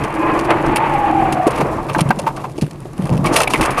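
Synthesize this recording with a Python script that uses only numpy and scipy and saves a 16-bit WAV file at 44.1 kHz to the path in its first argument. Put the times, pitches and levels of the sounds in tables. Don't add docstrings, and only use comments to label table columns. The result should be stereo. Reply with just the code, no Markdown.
import sys
import numpy as np
from scipy import signal
from scipy.fft import rfft, irfft
from scipy.io import wavfile
from scipy.ndimage import uniform_filter1d

SR = 44100
rng = np.random.default_rng(int(sys.argv[2]) if len(sys.argv) > 2 else 0)


def master(y):
    cut = np.clip(np.atleast_2d(y).T, -1, 1)
    pcm = np.round(cut * 32767)
    wavfile.write(sys.argv[1], SR, pcm.astype(np.int16))


def volts_from_decibels(level):
    exponent = np.asarray(level, float) / 20
    return 10 ** exponent


N = 167580


def rms_one(x):
    return x / np.sqrt(np.mean(x ** 2) + 1e-20)


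def in_time(rows):
    s, *columns = np.transpose(rows)
    return [np.interp(np.arange(N) / SR, s, c) for c in columns]


def drift(rate_hz):
    r = np.exp(-2 * np.pi * rate_hz / SR)
    walk = signal.lfilter([1], [1, -2 * r, r * r], rng.standard_normal(N + SR))
    return rms_one(walk[SR:])


def colour(x, points):
    hz = np.maximum(np.fft.rfftfreq(len(x), 1 / SR), 1)
    points = np.array(points)
    gain_db = np.interp(np.log(hz), np.log(points[:, 0]), points[:, 1])
    return irfft(rfft(x) * volts_from_decibels(gain_db), len(x))


def resonance(x, hz, width_hz):
    r = np.exp(-np.pi * width_hz / SR)
    zeros = np.array([1, 0, -1]) * (1 - r * r) / 2
    return signal.lfilter(zeros, [1, -2 * r * np.cos(2 * np.pi * hz / SR), r * r], x)


def burst(length_s, attack_s, grain_db):
    t = np.arange(SR // 8) / SR
    length_s = max(length_s, .002)
    lumps = np.repeat(rng.standard_normal(len(t) // 64 + 1), 64)[:len(t)]
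    shape = (1 - np.exp(-t / attack_s)) * np.exp(-(t / length_s) ** 1.22)
    return shape * volts_from_decibels(grain_db * lumps) * rng.standard_normal(len(t))


def add(out, s, db, x):
    i = int(s * SR)
    out[i:i + len(x)] += (volts_from_decibels(db) * x / np.abs(x).max())[:len(out) - i]


# time in seconds, roar level in dB, spray brightness in dB.
GRIP = [(0, -23.5, 5), (.1, -26.5, 3.5), (.21, -19.5, 2), (.6, -18, 2), (.95, -24.5, 7), (1.45, -23.5, 3.5),
        (1.62, -20.5, -3.5), (1.83, -26.5, -4.5), (2.1, -31, 0.5), (2.47, -31, -19), (2.54, -42.5, -7),
        (2.96, -41.5, 1.5), (3.04, -30.5, -3), (3.22, -30.5, -9), (3.35, -12.5, -2.5), (3.46, -28, -6),
        (3.66, -17, 2), (3.74, -30, 9.5)]
# frequency in Hz, density in dB per Hz.
ROAR_SPECTRUM = [(240, -107), (400, 1), (550, 2.5), (1160, 0.5), (1360, -8), (2530, -14), (3910, -35),
                 (4500, -35), (5850, -59), (9900, -120)]
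RUMBLE_SPECTRUM = [(12, -47), (20, -2), (141, -7), (241, -5), (335, 1), (600, -27.5), (780, -29),
                   (1320, -120)]
HISS_SPECTRUM = [(1760, -40), (3000, -26), (3700, -14.5), (11400, -13.5), (14800, -36), (15500, -42),
                 (15800, -65)]


def road():
    db, bright_db = in_time(GRIP)
    swing_db = db - db.mean()
    white = rng.standard_normal((4, N))
    roar = rms_one(colour(white[0], ROAR_SPECTRUM))
    low = signal.sosfiltfilt(signal.butter(3, 1200, fs=SR, output="sos"), roar)
    roar = volts_from_decibels(db + 2.13 * drift(24.7)) * (low + volts_from_decibels(bright_db) * (roar - low))
    rumble_db = -28.5 + 0.55 * swing_db + 3.7 * drift(4.9)
    rumble = volts_from_decibels(rumble_db) * rms_one(colour(white[1], RUMBLE_SPECTRUM))
    hiss_db = -52 + 0.33 * swing_db + 2.5 * drift(25)
    hiss = volts_from_decibels(hiss_db) * rms_one(colour(white[2], HISS_SPECTRUM))
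    boom_db = -30 + 0.21 * swing_db
    boom = volts_from_decibels(boom_db) * rms_one(resonance(white[3], hz=139.1, width_hz=20.7))
    return roar + rumble + hiss + boom


WHEEL_HOP_HZ, TREAD_SLIP_HZ = 21.86, 33.1


def stick_slip(rows, width_hz, steady, bead_depth, bead_hz):
    hz, db = in_time(rows)
    phase = 2 * np.pi * np.cumsum(hz * (1 + 0.00943 * drift(5.94))) / SR
    swing = steady + drift(width_hz) + 1j * drift(width_hz)
    limited = 2 * swing / np.sqrt(1 + np.abs(swing) ** 2 / 2)
    bead_phase = 2 * np.pi * np.cumsum(bead_hz * (1 + 0.13 * drift(3.6))) / SR
    beads = 1 + bead_depth * np.sin(bead_phase)
    return volts_from_decibels(db) * beads * np.imag(limited * np.exp(1j * phase))


# time in seconds, pitch in Hz, level in dB.
WHISTLE = [
    (.1, 1014, -90),
    (0.199, 1024, -29.5),
    (.34, 1045, -26.5),
    (.45, 1007, -88),
]
# ratio to the pitch, level in dB.
WHISTLE_ORDERS = [(1, 3), (1.6, -10), (1.999, -18), (2.42, -10)]


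def whistle():
    out = np.zeros(N)
    for ratio, db in WHISTLE_ORDERS:
        rows = np.array(WHISTLE) * [1, ratio, 1]
        out += volts_from_decibels(db) * stick_slip(rows, 30 * ratio, 0.6, 0.25, WHEEL_HOP_HZ)
    return out


# time in seconds, pitch in Hz, level in dB.
JUDDER = [
    (.1, 330, -51),
    (.17, 325, -24),
    (.3, 328, -22.5),
    (.95, 340, -29.5),
    (1.04, 335, -41),
    (1.1, 322, -22.5),
    (1.4, 327, -28),
    (1.6, 330, -103),
]


def judder():
    return stick_slip(JUDDER, width_hz=14.3, steady=0.85, bead_depth=0.61, bead_hz=WHEEL_HOP_HZ)


# time in seconds, pitch in Hz, level in dB.
SQUEAL = [
    (.58, 870, -36),
    (.66, 874, -25.5),
    (.85, 890, -18.5),
    (.88, 860, -23.5),
    (.93, 830, -19),
    (1.08, 810, -17.5),
    (1.3, 774, -19.5),
    (1.345, 730, -19.5),
    (1.465, 724, -17.5),
    (1.476, 694, -67),
]


def squeal():
    return stick_slip(SQUEAL, width_hz=38.5, steady=0.39, bead_depth=0.5, bead_hz=TREAD_SLIP_HZ)


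# frequency in Hz, density in dB per Hz.
RATTLE_SPECTRUM = [(880, -23), (1500, -5.5), (2660, 3.5), (3750, -5.5), (4270, -4), (7940, -9.5),
                   (9570, -3), (14800, -27), (15800, -43)]
# time in seconds, ticks per second, level in dB.
DEBRIS = [
    (0, 40, -25),
    (1.5, 36, -31.5),
    (2.95, 53, -34.5),
    (3.05, 102, -24.5),
    (3.4, 300, -35),
]


def debris():
    rate, db = in_time(DEBRIS)
    struck = rng.random(N) < rate * volts_from_decibels(4.0 * drift(8)) / SR
    clicks = struck * volts_from_decibels(db + 2.87 * np.minimum(rng.exponential(1, N), 4))
    ticks = signal.lfilter([1], [1, -.97], clicks) * rng.standard_normal(N)
    return colour(ticks, RATTLE_SPECTRUM) * volts_from_decibels(-1.0)


# start in seconds, peak in dB.
RATTLES = [(0.0362, -19.5), (0.1474, -28), (0.345, -28), (0.3887, -16.5), (0.4445, -26), (0.5025, -16),
           (0.6596, -25), (0.7582, -5), (0.936, -28.5), (1.3228, -11.5), (1.468, -15), (1.5056, -20.5),
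           (1.5573, -21), (1.576, -18), (1.6053, -20.5), (1.8934, -25), (1.9313, -23)]
# start in seconds, peak in dB.
TICKS = [(2.09, -19), (2.105, -22), (2.217, -26), (2.664, -30), (2.679, -34), (2.71, -28), (2.804, -31),
         (2.932, -34.5), (3.042, -37), (3.071, -27), (3.127, -22), (3.137, -28), (3.147, -31),
         (3.176, -19.5), (3.242, -21), (3.341, -13)]
# start in seconds, peak in dB, length in seconds.
CRACKS = [(1.979, -19, 0.018), (2.0068, -7.5, 0.0048), (2.188, -15, 0.0081), (2.266, -27.5, 0.013),
          (2.364, -24.5, 0.0076), (2.577, -23.5, 0.012), (2.611, -18.5, 0.015), (3.018, -24, 0.012),
          (3.257, -12, 0.014), (3.321, -12, 0.097), (3.36, 0, 0.01), (3.3825, -15, 0.011),
          (3.4, -3.5, 0.01), (3.415, -4.5, 0.0054), (3.431, -5.5, 0.006), (3.4758, -9.5, 0.0067),
          (3.499, -15.5, 0.029), (3.5343, -8.5, 0.0087), (3.554, -17.5, 0.045), (3.61, -9.5, 0.0084),
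          (3.628, -16, 0.014), (3.651, -11.5, 0.013), (3.704, -16, 0.014), (3.772, -17, 0.052)]


def rattles():
    out = np.zeros(N)
    events = [(s, db, 0.01) for s, db in RATTLES]
    events += [(s, db, 0.0026) for s, db in TICKS]
    events += list(CRACKS)
    for s, db, length_s in events:
        x = colour(burst(length_s, 0.24 * length_s, grain_db=4.2), RATTLE_SPECTRUM)
        tilt = [(2000, rng.normal(-3, 4)), (6000, rng.normal(0, 4)), (12000, 0)]
        add(out, s, db, colour(x, tilt))
    return out


# start in seconds, peak in dB, pitch in Hz, length in seconds.
PINGS = [(0.502, -12, 2047, 0.011), (0.504, -9.5, 2480, 0.0084), (0.767, -11, 2700, 0.0059),
         (0.762, -12, 2260, .008), (1.615, -3.5, 695, 0.003), (1.779, -16, 874, 0.017),
         (1.947, -4.5, 850, 0.0035), (1.948, -12.5, 1580, 0.0067), (1.953, -9.5, 880, 0.019),
         (1.989, -3.5, 900, 0.004), (2.106, -0.5, 788, 0.0055), (2.107, -3.5, 1490, 0.0055),
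         (2.125, -18, 900, 0.0071), (2.235, -23, 880, .01), (2.193, -15.5, 580, 0.0068),
         (2.265, -6, 898.5, 0.019), (2.303, -22, 920, 0.0098), (2.369, -21, 1170, 0.013),
         (2.378, -21, 760, 0.006), (2.439, -13.5, 886, 0.012), (3.091, -14.5, 514, 0.019),
         (3.11, -17.5, 880, 0.027), (3.243, -17, 1128, 0.018), (3.268, -10, 2284, 0.0071),
         (3.4736, -8, 2320, 0.0065), (3.4745, -10, 760, 0.0041), (3.5045, -13, 780, 0.0039),
         (3.502, -23, 2370, 0.0068), (3.5354, -3.5, 2800, 0.0032), (3.5365, -5.5, 1026, 0.0041),
         (3.54, -7.5, 2240, .008), (3.555, -10, 2076, 0.0096), (3.628, -9, 2080, 0.0027),
         (3.634, -13, 2620, 0.0086), (3.672, -14.5, 1040, 0.0064)]


def pings():
    out, t = np.zeros(N), np.arange(SR // 10) / SR
    for s, db, hz, length_s in PINGS:
        length_s = max(length_s, .002)
        shape = (1 - np.exp(-t / (0.24 * length_s))) * np.exp(-(t / length_s) ** 1.76)
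        width_hz = 0.43 * hz
        grit = resonance(rng.standard_normal(len(t)), hz, width_hz)
        grit = rms_one(resonance(grit, hz, width_hz))
        waver = 0.47 * rms_one(uniform_filter1d(rng.standard_normal(len(t)), size=150))
        add(out, s, db, shape * (np.sin(2 * np.pi * hz * t + waver) + volts_from_decibels(-5) * grit))
    return out


# frequency in Hz, width in Hz, level in dB.
PANEL = [(535, 450, -3.5), (870, 140, 2), (1080, 240, 2), (2140, 1650, -16)]


def panel_blows(rows, rise, broad_db):
    out = np.zeros(N)
    shell = [(150, -16), (450, 7.5), (1200, -1.5), (1600, 4.5), (2800, -1), (3600, -47), (8000, -22)]
    for s, db, length_s in rows:
        x = burst(length_s, rise * length_s, grain_db=3.2)
        broad = colour(x, shell)
        modes = np.zeros(len(x))
        for hz, width_hz, mode_db in PANEL:
            ring = resonance(resonance(x, hz, 2 * width_hz), hz, width_hz)
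            modes += volts_from_decibels(mode_db + rng.normal(0, 1)) * ring
        add(out, s, db, rms_one(modes) + volts_from_decibels(broad_db) * rms_one(broad))
    return out


# start in seconds, peak in dB, length in seconds.
KNOCKS = [(1.516, -14.5, 0.053), (1.6, -8.5, 0.017), (1.885, -10.5, 0.018), (1.986, -9, 0.017),
          (2.263, -11.5, 0.017), (2.374, -24, 0.036), (2.44, -20.5, 0.013), (3.243, -5.5, 0.026),
          (3.307, -18, 0.026), (3.352, -7, 0.027), (3.649, -13, 0.0095), (3.767, -3.5, 0.041)]


def knocks():
    return panel_blows(KNOCKS, rise=0.45, broad_db=-4)


# start in seconds, peak in dB, length in seconds.
SNAPS = [
    (1.948, -13.5, 0.016),
    (2.105, -3.5, 0.0078),
    (3.403, 1, 0.029),
    (3.5355, -9, 0.013),
    (3.548, -7, 0.012),
    (3.609, -4.5, 0.017),
]


def snaps():
    return panel_blows(SNAPS, rise=0.016, broad_db=-0.5)


# start in seconds, peak in dB, pitch in Hz.
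THUDS = [(1.467, 2.5, 323), (1.597, -9.5, 296), (1.627, -13.5, 176), (1.911, -14, 146), (1.964, -9.5, 317),
         (1.975, -11.5, 168), (1.866, -17, 347), (2.014, -3.5, 156), (2.056, -10, 135), (2.085, -9.5, 140),
         (2.1, -7.5, 225), (2.129, -25, 168), (2.149, -17, 151), (2.173, -16.5, 190), (2.235, -18, 143),
         (2.582, -12.5, 334), (2.621, -5.5, 201), (2.632, -6.5, 143), (2.658, -23, 142),
         (2.853, -18.5, 350), (2.992, -6.5, 183), (3.023, -13.5, 168), (3.039, -12, 148), (3.062, -21, 159),
         (3.099, -11.5, 172), (3.111, -8, 155), (3.12, -4.5, 144), (3.133, -13, 163), (3.144, -7.5, 143),
         (3.16, -9, 160), (3.19, -6, 164), (3.205, -10, 150), (3.217, -9, 151), (3.232, -11, 140),
         (3.252, -9, 154), (3.269, -8.5, 143), (3.313, -6, 305), (3.54, -8.5, 300), (3.604, -8, 244)]


def thuds():
    out, t = np.zeros(N), np.arange(SR // 8) / SR
    for s, db, hz in THUDS:
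        t60_s = 10.5 / hz
        decay = volts_from_decibels(-60 * t / max(t60_s, .01))
        ring = np.sin(2 * np.pi * hz * t) * decay * (1 - np.exp(-t / 0.003))
        puff = resonance(burst(t60_s / 3, 0.00083, grain_db=7.6), hz * 1.7, 530)
        puff = resonance(puff, hz * 1.49, 160)
        add(out, s, db, ring + volts_from_decibels(-14) * puff / np.abs(puff).max())
    return out


def cabin(x):
    t = np.arange(SR // 5) / SR
    t60_s, tail_db = 0.035, -18
    dull = signal.lfilter([1], [1, -.5], rng.standard_normal(len(t)))
    tail = dull * volts_from_decibels(-60 * t / t60_s) * (t > .002)
    tail /= np.sqrt(np.sum(tail ** 2))
    return x + volts_from_decibels(tail_db) * signal.fftconvolve(x, tail)[:N]


def scene():
    tyres = whistle() + judder() + squeal()
    contacts = debris() + rattles() + pings() + knocks() + snaps()
    mono = road() + tyres + thuds() + cabin(contacts)
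    return np.array([mono, mono])


def top_cut(x):
    return signal.sosfilt(signal.butter(12, 15980, fs=SR, output="sos"), x)


def record(dry):
    ceiling = 1.12
    x = ceiling * np.tanh(dry / ceiling)
    grit = volts_from_decibels(-39.5) * signal.lfilter([1, -.7], [1], x[0]) * rng.standard_normal(N)
    side = grit + 0.013 * resonance(x[0], hz=62, width_hz=214)
    wide = x + side * np.array([[1], [-1]])
    low_pass = signal.cheby2(12, 60, 15900, fs=SR, output="sos")
    return top_cut(signal.sosfilt(low_pass, wide))


dry = scene()
out = record(dry)
master(out)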